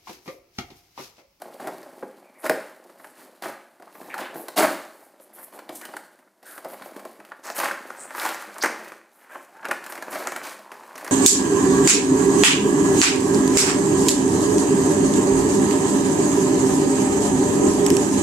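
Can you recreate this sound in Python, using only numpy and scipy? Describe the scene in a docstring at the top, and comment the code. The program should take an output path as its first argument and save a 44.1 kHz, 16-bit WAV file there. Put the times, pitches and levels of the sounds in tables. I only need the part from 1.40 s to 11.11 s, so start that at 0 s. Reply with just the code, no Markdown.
"""Hands open a cardboard toy box and work a thin plastic tray out of it, in a small live room; mono.
From the start, over faint room noise, they shift and tap the card: jerky friction and single jerks make it ring.
Creases ping as falling notes, parts drag as rough friction, edges squeak and smooth faces hiss as gliding noise bands.
After six seconds the bared plastic adds resonances; near the end quick knocks chatter. Echoes follow every touch.
Panels boom, the stiff sheet rattles and the surface crackles: most touches sound in all three registers."""
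import sys
import numpy as np
from scipy import signal
from scipy.fft import rfft, irfft
from scipy.io import wavfile

SR = 44100
rng = np.random.default_rng(int(sys.argv[2]) if len(sys.argv) > 2 else 0)


def generate_wav(sig):
    """Save sig (samples, or channels by samples) to the path in sys.argv[1] as 16-bit PCM at SR."""
    pcm = np.round(np.clip(np.atleast_2d(sig).T, -1, 1) * 32767).astype(np.int16)
    wavfile.write(sys.argv[1], SR, pcm)


N = 428211
TIME = np.arange(N) / SR
CUTOFF_HZ = 15500   # top of the finished sound
PANEL, SHEET, SURFACE = 0, 1, 2   # the three registers: boom, rattle, crackle


def from_db(db):
    """Turn decibels into a gain."""
    return 10 ** (np.asarray(db) / 20)


def rms_one(x):
    """Scale a sound to an average strength (rms) of 1."""
    return x / np.sqrt(np.mean(x ** 2) + 1e-20)


def at_hz(points, hz, axis=1):
    """Read a table column at any pitch, in straight lines along log frequency."""
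    points = np.array(points)
    return np.interp(np.log(np.maximum(hz, 1)), np.log(points[:, 0]), points[:, axis])


def add(out, s, sound):
    """Mix a sound in at time s."""
    at = max(0, round(s * SR))
    out[at:at + len(sound)] += sound[:N - at]


def convolve(x, response):
    """Let every sample of x set off the response."""
    return signal.oaconvolve(x, response)[:len(x)]


def sharp_filter(x, order, hz, kind):
    """Keep the part of x that lies above, below or between the given pitches."""
    return signal.sosfilt(signal.butter(order, hz, kind, fs=SR, output="sos"), x)


def resonance(x, hz, q):
    """Ring at one note; a higher q rings longer and purer."""
    return signal.lfilter(*signal.iirpeak(hz, q, fs=SR), x)


def drift(per_s):
    """Wander by chance: per_s random heights a second (spread 1), joined by straight lines."""
    knots = rng.standard_normal(N // 20)
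    return np.interp(TIME * per_s, np.arange(len(knots)), knots)


# Standing waves of box and tray. Columns: f/Hz, width/Hz, lift/dB
BOX_MODES = [(200, 45, 3), (264, 14, 1.5), (352, 13, 4), (524, 7.3, 6.5), (554, 7.3, 6), (616, 18, 4.5),
             (826, 17, 4), (1062, 30, 1.5), (2308, 14, 3.5), (2629, 23, 2)]


def body(colour, size=8192):
    """A knock's response: the given colour with the box's standing waves on top, at energy 1."""
    hz = np.arange(size // 2 + 1) * SR / size
    level_db = at_hz(colour, hz)
    for f, width, lift in BOX_MODES:
        level_db = level_db + lift / (1 + (2 * (hz - f) / width) ** 2)
    # minimum phase: nothing sounds before its cause
    cepstrum = irfft(np.log(from_db(level_db)))
    cepstrum[1:size // 2] *= 2
    cepstrum[size // 2 + 1:] = 0
    return rms_one(irfft(np.exp(rfft(cepstrum)))) / np.sqrt(size)


# Colour of the still room. Columns: f/Hz, relative level per Hz/dB
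QUIET_COLOUR = [(25, -18.5), (60, -31), (100, -17.5), (200, 4), (600, -2), (1500, -4.5), (3000, -14.5),
                (12000, -11.5), (16000, -22.5)]


def still_room(level_db):
    """Steady noise in the colour of the still room, with the standing waves on top."""
    return from_db(level_db) * convolve(rng.standard_normal(N), body(QUIET_COLOUR))


# Colours of the three registers. Columns of each: f/Hz, relative level per Hz/dB
PANEL_COLOUR = [(60, -44.5), (100, -31.5), (130, -18), (170, -11.5), (250, -3.5), (350, 1.5), (450, -3.5),
                (620, 2), (800, -1), (1100, -8.5), (1800, -43.5)]
SHEET_COLOUR = [(300, -36), (600, -11), (850, 1.5), (1200, 2.5), (1700, 1.5), (2150, -3.5), (2600, -10.5),
                (3200, -15.5), (5000, -35.5)]
SURFACE_COLOUR = [(1500, -13), (2700, 1), (3400, -1), (4400, 2.5), (5600, -1.5), (7500, -1), (9500, 2),
                  (13000, 0), (15000, -2.5), (16000, -7.5)]


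def register_bodies():
    """Panel, sheet and surface each turn the same kind of touch into their own colour."""
    return body(PANEL_COLOUR), body(SHEET_COLOUR), body(SURFACE_COLOUR)


def friction(slips_per_s, spread_db, smooth_share, catch_db, count=8):
    """Stick and slip: jerks of random size and pitch over smooth rubbing, in clumps as the edge catches; rms 1."""
    sizes = from_db(spread_db * np.minimum(rng.exponential(1, N), 4)) * rng.choice([-1, 1], N)
    jerks = sizes * (rng.random(N) < slips_per_s / SR)
    dealt = rng.integers(0, count, N)   # deals each jerk to one pitch
    slips = np.zeros(N)
    for k, hz in enumerate(np.geomspace(110, 14000, count)):
        octave = signal.butter(1, [hz / np.sqrt(2), hz * np.sqrt(2)], "band", fs=SR)
        slips += signal.lfilter(*octave, jerks * (dealt == k) + 1e-18)
    share = np.clip(smooth_share, 0, 1)
    force = np.sqrt(1 - share) * rms_one(slips) + np.sqrt(share) * rng.standard_normal(N)
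    return rms_one(force * from_db(catch_db * drift(70)))


TRAY_BARED_S = (6.02, 6.4)   # the tray slides clear of the card between these times
# How hard the hands work, before material and trim. Columns: t/s, level/dB
EFFORT = [(0.0, -51.5), (0.35, -50.5), (0.9, -59.5), (1.83, -56), (1.98, -60), (2.35, -65.5), (2.68, -47),
          (3.78, -61.5), (4.52, -52), (4.78, -64.5), (4.95, -72), (5.29, -49), (5.75, -54.5), (6.02, -62),
          (6.37, -48), (7.48, -44.5), (7.66, -63.5), (8.23, -53), (8.34, -47.5), (9.0, -42), (9.28, -56),
          (9.5, -49), (9.71, -40.5)]
# What the hands draw from each material, against the effort.
# Columns: panel level/dB, sheet level/dB, surface level/dB
CARD_DB = (2.5, -2, -5)
PLASTIC_DB = (-2.5, 1, -9.5)
# Grain of the handling, one row each for panel, sheet, surface.
# Columns: slips per second/(1/s), spread of sizes/dB, smooth share/(0 to 1), catching/dB
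HANDLING_GRAIN = [(600, 3.9, 0.23, 1.9), (450, 2.9, 0.45, 1.6), (600, 2.8, 0.7, 2.8)]


def handling(response, register, trim_db):
    """Hands shift and press all the time, first on card, then on the bared plastic."""
    force = friction(*HANDLING_GRAIN[register])
    effort_db = np.interp(TIME, *np.transpose(EFFORT))
    material_db = np.interp(TIME, TRAY_BARED_S, [CARD_DB[register], PLASTIC_DB[register]])
    return convolve(force * from_db(effort_db + material_db + trim_db), response)


# Echoes of the room. Columns: f/Hz, time to fall by 60 dB t/s, tail against direct sound level/dB
ROOM = [(150, 0.41, -4.5), (397, 0.49, -5), (980, 0.61, -10), (2480, 0.52, -5), (7000, 0.45, -6),
        (15000, 0.19, -6.5)]


def room_tail(gap_s, build_s, count=10):
    """A dense tail builds up after the first wall echo and dies band by band."""
    t = np.arange(int(.8 * SR)) / SR
    edges = np.geomspace(70, 17000, count + 1)
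    onset = 1 - np.exp(-np.maximum(t - gap_s, 0) / build_s)
    tail = np.zeros(len(t))
    for low, high in zip(edges, edges[1:]):
        hz = np.sqrt(low * high)
        band = sharp_filter(rng.standard_normal(len(t)), 2, [low, high], "band")
        band = rms_one(band * onset * from_db(-60 * t / at_hz(ROOM, hz)))
        tail += band * from_db(at_hz(ROOM, hz, axis=2)) * np.sqrt(2 * (high - low) / SR / len(t))
    return tail


def room(x, gap_s, build_s, count=5):
    """The sounding spot wanders over the box, and each place has its own pattern of echoes."""
    nearness = np.exp([2 * drift(12) for _ in range(count)])
    nearness /= np.sqrt(np.sum(nearness ** 2, axis=0))   # keeps the total power even
    return x + sum(convolve(x * near, room_tail(gap_s, build_s)) for near in nearness)


def registers(body_db, surface_db, note_hz):
    """Big, low parts boom and small, high ones rattle: split the body's energy by its note."""
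    # equal at 1020 Hz; the boom leads by 12.5 dB more for each octave below
    lead = from_db(12.5 * np.log2(1020 / note_hz))
    rattle_db = body_db - 10 * np.log10(1 + lead ** 2)
    boom_db = rattle_db + 20 * np.log10(lead)
    return boom_db, rattle_db, surface_db


def overtones(jerk, spot_hz, count=3):
    """No two spots are bent alike, so each colours its click with a few resonances of its own."""
    multiples = np.exp(rng.uniform(*np.log((1.4, 9)), count))   # 1.4 to 9 times the note
    for hz in np.minimum(spot_hz * multiples, CUTOFF_HZ):
        jerk = jerk + resonance(jerk, hz, q=14)
    return jerk


SPOT_Q = 11   # sharpness of a struck spot's note
SPOT_LOWEST_SHARE = 0.17   # a spot radiates down to this share of its note
SOFT_DB_PER_OCTAVE = 8.5   # loss of crackle that goes with a touch one octave duller
# Taps, snaps and buckles; energy given as a level over 10 ms, before trim.
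# Columns: t/s, body level/dB, surface level/dB, note of the moving spot f/Hz
CONTACTS = [(0.0188, -36.5, -41.5, 720), (0.201, -34.5, -53.5, 633), (0.2726, -28.5, -38, 716),
            (0.2805, -31, -48, 656), (0.382, -45, -49, 670), (0.4305, -43, -50, 596),
            (0.4612, -43, -67, 563), (0.6262, -30, -62, 676), (0.632, -29.5, -60, 380),
            (1.0409, -25.5, -58.5, 640), (1.0633, -26, -34, 1360), (1.0964, -16, -24, 637),
            (1.1117, -25, -46, 637), (1.174, -36, -59, 636), (1.182, -49, -63, 1550),
            (1.4964, -48, -66, 910), (1.599, -45, -62, 1070), (1.6447, -40, -50, 1590),
            (1.671, -51, -53, 656), (2.0231, -36, -37, 980), (2.0581, -30, -49, 660),
            (2.399, -44.5, -61, 690), (2.4234, -41.5, -53, 750), (2.477, -46, -66, 1243),
            (2.526, -53, -56, 710), (2.5531, -42.5, -60, 1181), (2.6136, -38.5, -56, 534),
            (2.7421, -30, -38, 1390), (2.7914, -38, -49, 1300), (2.9571, -31.5, -66, 487),
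            (3.084, -34, -34, 1050), (3.1767, -23, -24, 615), (3.192, -21, -31, 895),
            (3.206, -18.5, -31, 654), (3.799, -47, -59, 530), (4.1903, -38.5, -45.5, 1030),
            (4.293, -30.5, -42, 635), (4.414, -43, -39.5, 1690), (4.4527, -41.5, -35.5, 1660),
            (4.49, -40.5, -56, 650), (4.538, -34, -50, 900), (4.567, -35, -37.5, 1601),
            (4.79, -55, -62, 1100), (4.876, -56.5, -75, 1390), (5.0289, -46.5, -52, 740),
            (5.1793, -38.5, -43, 1110), (5.247, -33, -44, 620), (5.2555, -29.5, -68, 543),
            (5.301, -42, -50, 620), (5.3345, -38, -50, 600), (5.342, -38.5, -56, 780),
            (5.412, -41, -58, 610), (5.4218, -39.5, -46.5, 1480), (5.4593, -37, -53, 560),
            (5.5642, -33.5, -46, 540), (5.595, -43, -47.5, 1390), (5.6519, -34, -44, 640),
            (5.802, -42, -56, 1190), (5.85, -48.5, -48.5, 1260), (5.889, -50, -57, 1040),
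            (5.9192, -33.5, -53.5, 1630), (6.1008, -31.5, -40, 1340), (6.1645, -34, -36, 1400),
            (6.19, -32, -30, 1000), (6.1836, -27, -31, 675), (6.201, -23.5, -27.5, 1500),
            (6.234, -23.5, -44, 1510), (6.314, -28.5, -38.5, 1620), (6.5038, -33.5, -49, 1390),
            (6.707, -34.5, -50, 1800), (6.75, -30, -50, 1500), (6.781, -29.5, -50, 1570),
            (6.7982, -39, -34, 1500), (6.818, -30, -47, 1610), (6.8508, -26, -35, 1440),
            (6.8615, -27.5, -32.5, 1490), (6.8903, -32, -32.5, 1400), (6.945, -35.5, -38, 1630),
            (7.1642, -36.5, -61, 1510), (7.183, -39, -37.5, 1200), (7.225, -29, -29, 1530),
            (7.2365, -27, -27.5, 1303), (7.2444, -18, -31.5, 1530), (7.2587, -21, -32, 1060),
            (7.52, -37, -49, 1135), (7.9556, -32, -72, 1460), (8.2302, -37, -58, 1560),
            (8.246, -33.5, -50, 1400), (8.2533, -26, -38, 1530), (8.2858, -28, -39.5, 640),
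            (8.3123, -19, -29.5, 1513), (8.4412, -54, -42, 1500), (8.4638, -36, -38.5, 1600),
            (8.5, -36.5, -53, 1510), (8.5231, -35, -37, 1190), (8.5542, -35, -42, 1300),
            (8.577, -35.5, -45, 1400), (8.6244, -30, -39, 1160), (8.681, -32, -60, 883),
            (8.72, -38, -53, 1105), (8.756, -27.5, -42, 610), (8.872, -24, -33.5, 1360),
            (8.9208, -28.5, -37, 1040), (8.9625, -27.5, -33.5, 1344), (9.072, -36, -45, 1250),
            (9.192, -42, -51, 630), (9.318, -36, -46, 1220), (9.341, -48, -55, 1700),
            (9.434, -46, -58, 1800), (9.556, -39, -43, 1190), (9.5789, -37.5, -39.5, 1790),
            (9.6102, -41, -48, 1800), (9.6463, -37.5, -36.5, 1620), (9.665, -36, -46, 1700),
            (9.678, -34, -39.5, 1380)]


def contacts(response, register, trim_db, give_s, ring_t60, ring_db, spot_db, firm_hz,
             size=4096, lead_size=400):
    """The material starts to give, jerks, then shudders briefly, ringing most at the note of that spot."""
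    out = np.zeros(N)
    t = (np.arange(size) - lead_size) / SR   # 0 at the jerk itself
    giving = .5 * np.exp(np.minimum(t, 0) / give_s)
    ringing = from_db(-60 * np.maximum(t, 0) / ring_t60)
    shudder = np.where(t < 0, giving, ringing)
    for s, body_db, surface_db, spot_hz in CONTACTS:
        levels_db = registers(body_db, surface_db, spot_hz)
        # bending waves arrive spread in time, yet all pitches are about equally strong
        spread = rfft(rng.standard_normal(size) * np.sqrt(shudder))
        waves = irfft(np.exp(1j * np.angle(spread)))
        jerk = from_db(ring_db) * rms_one(waves * np.sqrt(shudder)) / np.sqrt(size)
        jerk[lead_size] += 1
        jerk = jerk + from_db(spot_db) * resonance(jerk, spot_hz, SPOT_Q)
        jerk = overtones(jerk, spot_hz)
        jerk = signal.lfilter(*signal.butter(2, SPOT_LOWEST_SHARE * spot_hz, "high", fs=SR), jerk)
        # a soft touch makes little crackle and is duller throughout
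        softness_octaves = (surface_db - levels_db[SHEET]) / SOFT_DB_PER_OCTAVE
        top_hz = np.clip(firm_hz * 2 ** softness_octaves, 900, 19000)
        jerk = signal.lfilter(*signal.butter(2, top_hz, fs=SR), jerk)
        sound = signal.fftconvolve(jerk, response)
        sound *= np.sqrt(.01 * SR / np.sum(sound ** 2))   # energy of rms 1 lasting 10 ms
        add(out, s - lead_size / SR, from_db(levels_db[register] + trim_db) * sound)
    return out


CREASE_OCTAVE_S = 0.0057   # a ping of this length falls through one octave; longer ones are purer
# Creases flipping over; energy given as a level over 10 ms, before trim.
# Columns: t/s, note f/Hz, level/dB, length t/s
CREASES = [(0.02, 710, -39, 0.0077), (0.626, 715, -35, 0.011), (0.629, 386, -37, 0.013),
           (1.0962, 1766, -21, 0.0048), (1.0965, 640, -24, 0.014), (1.099, 477, -24.5, 0.022),
           (1.109, 625, -25, 0.0095), (2.023, 720, -35, 0.007), (2.741, 1450, -33.5, 0.0043),
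           (3.085, 640, -37, 0.01), (4.291, 3600, -46, 0.005), (4.568, 1650, -33.5, 0.0063),
           (5.031, 5350, -64, 0.009), (5.4225, 3700, -53, 0.0048), (5.921, 1540, -43, 0.0057),
           (6.1006, 5500, -39, 0.0039), (6.101, 670, -33, 0.012), (6.311, 1580, -27, 0.0057),
           (6.503, 1510, -33.5, 0.0058), (6.7975, 4450, -34.5, 0.0046), (6.853, 885, -25, 0.0085),
           (6.863, 873, -25.5, 0.0081), (7.236, 1820, -24.5, 0.0062), (7.2366, 420, -27, 0.0088),
           (8.3118, 1680, -27, 0.009), (8.3125, 2490, -30.5, 0.0077), (8.313, 610, -35, 0.0045),
           (8.625, 3230, -54, 0.0067), (8.8712, 7300, -33, 0.0037), (8.8714, 960, -46, 0.0094),
           (9.316, 2760, -47.5, 0.0061), (9.56, 5370, -48, 0.006), (9.667, 4630, -55, 0.0042),
           (9.677, 5650, -42, 0.0038)]


def creases(trim_db):
    """Each flip sends out one short packet of bending waves, whose higher pitches arrive first."""
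    out = np.zeros(N)
    for s, note_hz, level_db, length_s in CREASES:
        progress = np.linspace(0, 1, int(length_s * SR))
        # starts above the note and ends below it
        hz = note_hz * 2 ** (CREASE_OCTAVE_S / length_s * (.28 - progress))
        swell = np.sin(np.pi * np.sqrt(progress)) ** 2
        ping = swell * np.sin(2 * np.pi * np.cumsum(hz) / SR)
        ping *= np.sqrt(.01 * SR / np.sum(ping ** 2))
        add(out, s, from_db(level_db + trim_db) * ping)
    return out


LOWEST_SHARE = 0.16   # a dragged part radiates down to this share of its note
# Grain of the drags, one row each for panel, sheet, surface.
# Columns: slips per second/(1/s), spread of sizes/dB, smooth share/(0 to 1), catching/dB
DRAG_GRAIN = [(2400, 2.4, 0.25, 0.9), (1500, 2.5, 0.15, 1.3), (2200, 2.8, 0.35, 1.2)]
# Settling after a drag, one row each for panel, sheet, surface.
# Columns: level against the crest/dB, time to fall by 60 dB t/s
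SETTLING = [(-13, 0.45), (-9.5, 0.49), (-17, 0.66)]
# Firm drags of flap and tray, levels before trim. The three times are put in order when played.
# Columns: start t/s, crest t/s, end t/s, body level/dB, surface level/dB, note of the moving part f/Hz
DRAGS = [(0.197, 0.195, 0.35, -39, -54, 610), (1.018, 1.07, 1.078, -34, -41.5, 1280),
         (1.116, 1.2, 1.34, -51, -60, 1990), (1.751, 1.79, 1.88, -54, -57, 1200),
         (2.021, 2.045, 2.106, -33, -43.5, 1170), (2.782, 2.776, 2.84, -33.5, -44, 1110),
         (2.943, 2.94, 3.01, -42, -54, 480), (3.159, 3.187, 3.215, -18.5, -25, 934),
         (3.207, 3.232, 3.262, -21, -34, 870), (3.6, 3.62, 3.64, -52.5, -86, 840),
         (3.95, 3.99, 4.03, -48.5, -61, 1320), (4.12, 4.13, 4.2, -47, -61, 910),
         (5.028, 5.08, 5.19, -56.5, -55, 1120), (5.252, 5.24, 5.26, -49.5, -55.5, 643),
         (6.028, 6.06, 6.13, -40, -46.5, 1300), (6.148, 6.246, 6.296, -27.5, -37.5, 1470),
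         (6.712, 6.846, 6.963, -32.5, -40.5, 1740), (6.968, 7.03, 7.03, -46.5, -47, 1479),
         (7.232, 7.255, 7.24, -25, -42, 1600), (7.728, 7.9, 7.84, -57, -71, 1470),
         (7.874, 7.95, 7.99, -44, -69, 1380), (8.732, 8.71, 8.87, -33.5, -43.5, 1210),
         (9.027, 9.04, 9.15, -41, -44.5, 1450), (9.33, 9.3, 9.48, -54.5, -62, 520)]


def drags(response, register, trim_db, ease_db, stop_s):
    """A drag builds to a crest, eases and stops, and the box settles; a small flap cannot radiate the lows."""
    out, force = np.zeros(N), friction(*DRAG_GRAIN[register])
    settle_db, settle_t60 = SETTLING[register]
    for *times, body_db, surface_db, note_hz in DRAGS:
        start, crest, end = np.sort(times)
        span = slice(int(start * SR), int((end + settle_t60) * SR))
        t = TIME[span]
        pressure = np.interp(t, [start, crest, end, end + stop_s], [0, 1, from_db(ease_db), 0])
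        settling = (t > end) * from_db(settle_db - 60 * np.maximum(t - end, 0) / settle_t60)
        slips = force[span] / np.std(force[span][t < end + stop_s])
        rub = sharp_filter(slips * np.maximum(pressure, settling), 2, LOWEST_SHARE * note_hz, "high")
        level_db = registers(body_db, surface_db, note_hz)[register] + trim_db
        add(out, start, from_db(level_db) * rub)
    return convolve(out, response)


def stroke(force, start, end):
    """Cut one stroke out of a force, at least 200 samples long."""
    first = int(start * SR)
    return force[first:max(int(end * SR), first + 200)]


def glide(force, first_hz, last_hz, width_hz):
    """Keep one band whose centre glides; the result is complex, its size is the momentary level."""
    turn = np.exp(2j * np.pi * np.cumsum(np.linspace(first_hz, last_hz, len(force))) / SR)
    return turn * sharp_filter(force / turn, 2, width_hz / 2, "low")


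SQUEAK_FADE_SHARE = 0.43   # share of a squeak spent fading in and out
SQUEAK_STEADINESS = 0.3   # 0 flutters like noise, 1 holds an even level
# Edges sliding under steady pressure.
# Columns: start t/s, end t/s, first f/Hz, last f/Hz, width/Hz, level/dB
SQUEAKS = [(0.828, 0.916, 2430, 2230, 280, -66), (0.935, 1.04, 2170, 1930, 400, -62),
           (1.04, 1.075, 584, 615, 60, -34), (2.745, 2.8, 890, 800, 110, -39),
           (2.805, 2.916, 1690, 1530, 300, -46), (2.795, 2.94, 3210, 2630, 450, -57),
           (2.963, 3.063, 425, 517, 150, -47.5), (5.034, 5.22, 1700, 1320, 420, -50.5),
           (5.043, 5.152, 8300, 10000, 600, -56), (7.91, 7.95, 1610, 1680, 100, -48.5),
           (8.07, 8.166, 690, 810, 80, -58), (8.143, 8.233, 830, 960, 120, -53.5),
           (8.143, 8.23, 1380, 1640, 300, -54.5)]


def squeaks():
    """Friction keeps one husky resonance going, gliding as the free length of the edge changes."""
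    out, force = np.zeros(N), rng.standard_normal(N)
    for start, end, first_hz, last_hz, width_hz, level_db in SQUEAKS:
        note = glide(stroke(force, start, end), first_hz, last_hz, width_hz)
        note = note.real / (np.abs(note) + 1e-18) ** SQUEAK_STEADINESS
        fade = signal.windows.tukey(len(note), SQUEAK_FADE_SHARE)
        add(out, start, from_db(level_db) * rms_one(note * fade))
    return out


# Grain of the light slides.
# Columns: slips per second/(1/s), spread of sizes/dB, smooth share/(0 to 1), catching/dB
SWISH_GRAIN = (2500, 3.0, 0.35, 1.7)
# Light slides on smooth faces. Columns: start t/s, end t/s, first f/Hz, last f/Hz, width/Hz,
# level/dB, share of the stroke spent fading in and out/(0 to 1)
SWISHES = [(0.976, 1.075, 10400, 11000, 3000, -55, 0.64), (1.57, 1.747, 12000, 9900, 4500, -61.5, 0.5),
           (1.767, 1.86, 11000, 11400, 6000, -63, 0.5), (2.518, 2.684, 12860, 12990, 4550, -59, 0.27),
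           (2.695, 2.746, 2190, 2000, 800.3, -42, 0.35), (2.79, 2.888, 2700, 2300, 2200, -47, 0.5),
           (2.942, 3.059, 12900, 11400, 4600, -48, 0.5), (3.527, 3.714, 11930, 11200, 6000, -63, 0.5),
           (3.802, 3.852, 11600, 11300, 4520, -56, 0.4), (3.93, 4.056, 11600, 12000, 3500, -49.5, 0.13),
           (4.022, 4.054, 11600, 11500, 4500, -50, 0.4), (4.117, 4.187, 11000, 11000, 4000, -55.5, 0.7),
           (4.298, 4.47, 10000, 11500, 7000, -53, 0.46), (4.347, 4.385, 9500, 10620, 5030, -44, 0.45),
           (4.411, 4.468, 1740, 1620, 600, -45.5, 0.4), (5.044, 5.214, 11600, 11400, 4360, -51, 0.5),
           (5.272, 5.365, 12300, 12000, 5000, -52, 0.5), (5.435, 5.495, 12500, 12500, 5000, -55, 0.5),
           (6.028, 6.14, 6700, 6300, 2800, -49, 0.26), (6.139, 6.213, 11500, 11200, 6030, -36.5, 0.62),
           (6.561, 6.682, 8300, 8648, 1900, -45.5, 0.91), (6.42, 6.75, 10500, 10500, 8000, -59.5, 0.4),
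           (6.751, 6.903, 12500, 12500, 5000, -44, 0.25), (7.206, 7.229, 4370, 4970, 1200, -37.5, 0.5),
           (7.219, 7.232, 4900, 6670, 1410, -28, 0.54), (7.722, 7.86, 11900, 11000, 5030, -64, 0.2),
           (7.885, 8.065, 10500, 9500, 8000, -59, 0.22), (8.488, 8.54, 11500, 11000, 5000, -46, 0.41),
           (8.7, 8.733, 11500, 11200, 6000, -44, 0.5)]


def swishes():
    """Light sliding hisses in one band, whose centre glides with the speed of the stroke."""
    out, force = np.zeros(N), friction(*SWISH_GRAIN)
    for start, end, first_hz, last_hz, width_hz, level_db, fade_share in SWISHES:
        hiss = glide(stroke(force, start, end), first_hz, last_hz, width_hz).real
        fade = signal.windows.tukey(len(hiss), fade_share)
        add(out, start, from_db(level_db) * rms_one(hiss * fade))
    return out


# Resonances that the bared plastic tray adds. Columns: f/Hz, width/Hz, level/dB
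TRAY_MODES = [(2520, 180, -9), (6200, 2300, -6.5)]


def tray(x):
    """Once out of the card, the thin plastic brightens whatever touches it."""
    rings = sum(from_db(db) * resonance(x, hz, hz / width) for hz, width, db in TRAY_MODES)
    return x + rings * np.interp(TIME, TRAY_BARED_S, [0, 1])


def judder(start_s, end_s, slips_per_s, hz, width_hz, level_db, count=40):
    """The box is swung round on the table and its edge chatters along in quick, nearly regular hops."""
    chance, slips = rng.uniform(-1, 1, (count, 2)), np.zeros(N)
    gaps_s = (1 + 0.2 * chance[:, 0]) / slips_per_s   # each up to a fifth short or long
    sizes = 1 + .5 * chance[:, 1]
    for s, size in zip(start_s + np.cumsum(gaps_s), sizes):
        if s < end_s:
            add(slips, s, [size])
    knocks = sharp_filter(slips + 1e-18, 2, [hz - width_hz / 2, hz + width_hz / 2], "band")
    # the level holds for the chattering stretch alone
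    return from_db(level_db) * rms_one(knocks) * np.sqrt((end_s - start_s) * SR / N)


def scene():
    """Handling, drags and contacts excite each register; the room answers."""
    panel, sheet, surface = register_bodies()
    still = still_room(level_db=-70.5)
    boom = (handling(panel, PANEL, trim_db=-1.0)
            + contacts(panel, PANEL, trim_db=-0.5, give_s=0.00097, ring_t60=0.086,
                       ring_db=5.0, spot_db=0.5, firm_hz=8000)
            + drags(panel, PANEL, trim_db=1.5, ease_db=-4.5, stop_s=0.0069))
    rattle = (handling(sheet, SHEET, trim_db=-3.5)
              + contacts(sheet, SHEET, trim_db=-0.5, give_s=0.0038, ring_t60=0.051,
                         ring_db=4.0, spot_db=-2.0, firm_hz=7860)
              + drags(sheet, SHEET, trim_db=0.5, ease_db=-8.0, stop_s=0.0049))
    crackle = (handling(surface, SURFACE, trim_db=-2.0)
               + contacts(surface, SURFACE, trim_db=-3.5, give_s=0.0008, ring_t60=0.035,
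                          ring_db=7, spot_db=-1.0, firm_hz=30000)
               + drags(surface, SURFACE, trim_db=3.0, ease_db=-12, stop_s=0.013))
    pings = creases(trim_db=-0.5)
    slides = sharp_filter(squeaks() + swishes(), 4, 250, "high")
    hops = judder(start_s=9.205, end_s=9.6, slips_per_s=71, hz=1010, width_hz=240, level_db=-50.0)
    box = tray(boom + rattle + crackle) + pings + slides + hops
    mono = room(box, gap_s=0.0076, build_s=0.00078) + still
    return np.array([mono, mono])


def record(dry):
    """Cut the top steeply."""
    return signal.sosfilt(signal.ellip(10, .2, 80, CUTOFF_HZ, fs=SR, output="sos"), dry)


dry = scene()
out = record(dry)
generate_wav(out)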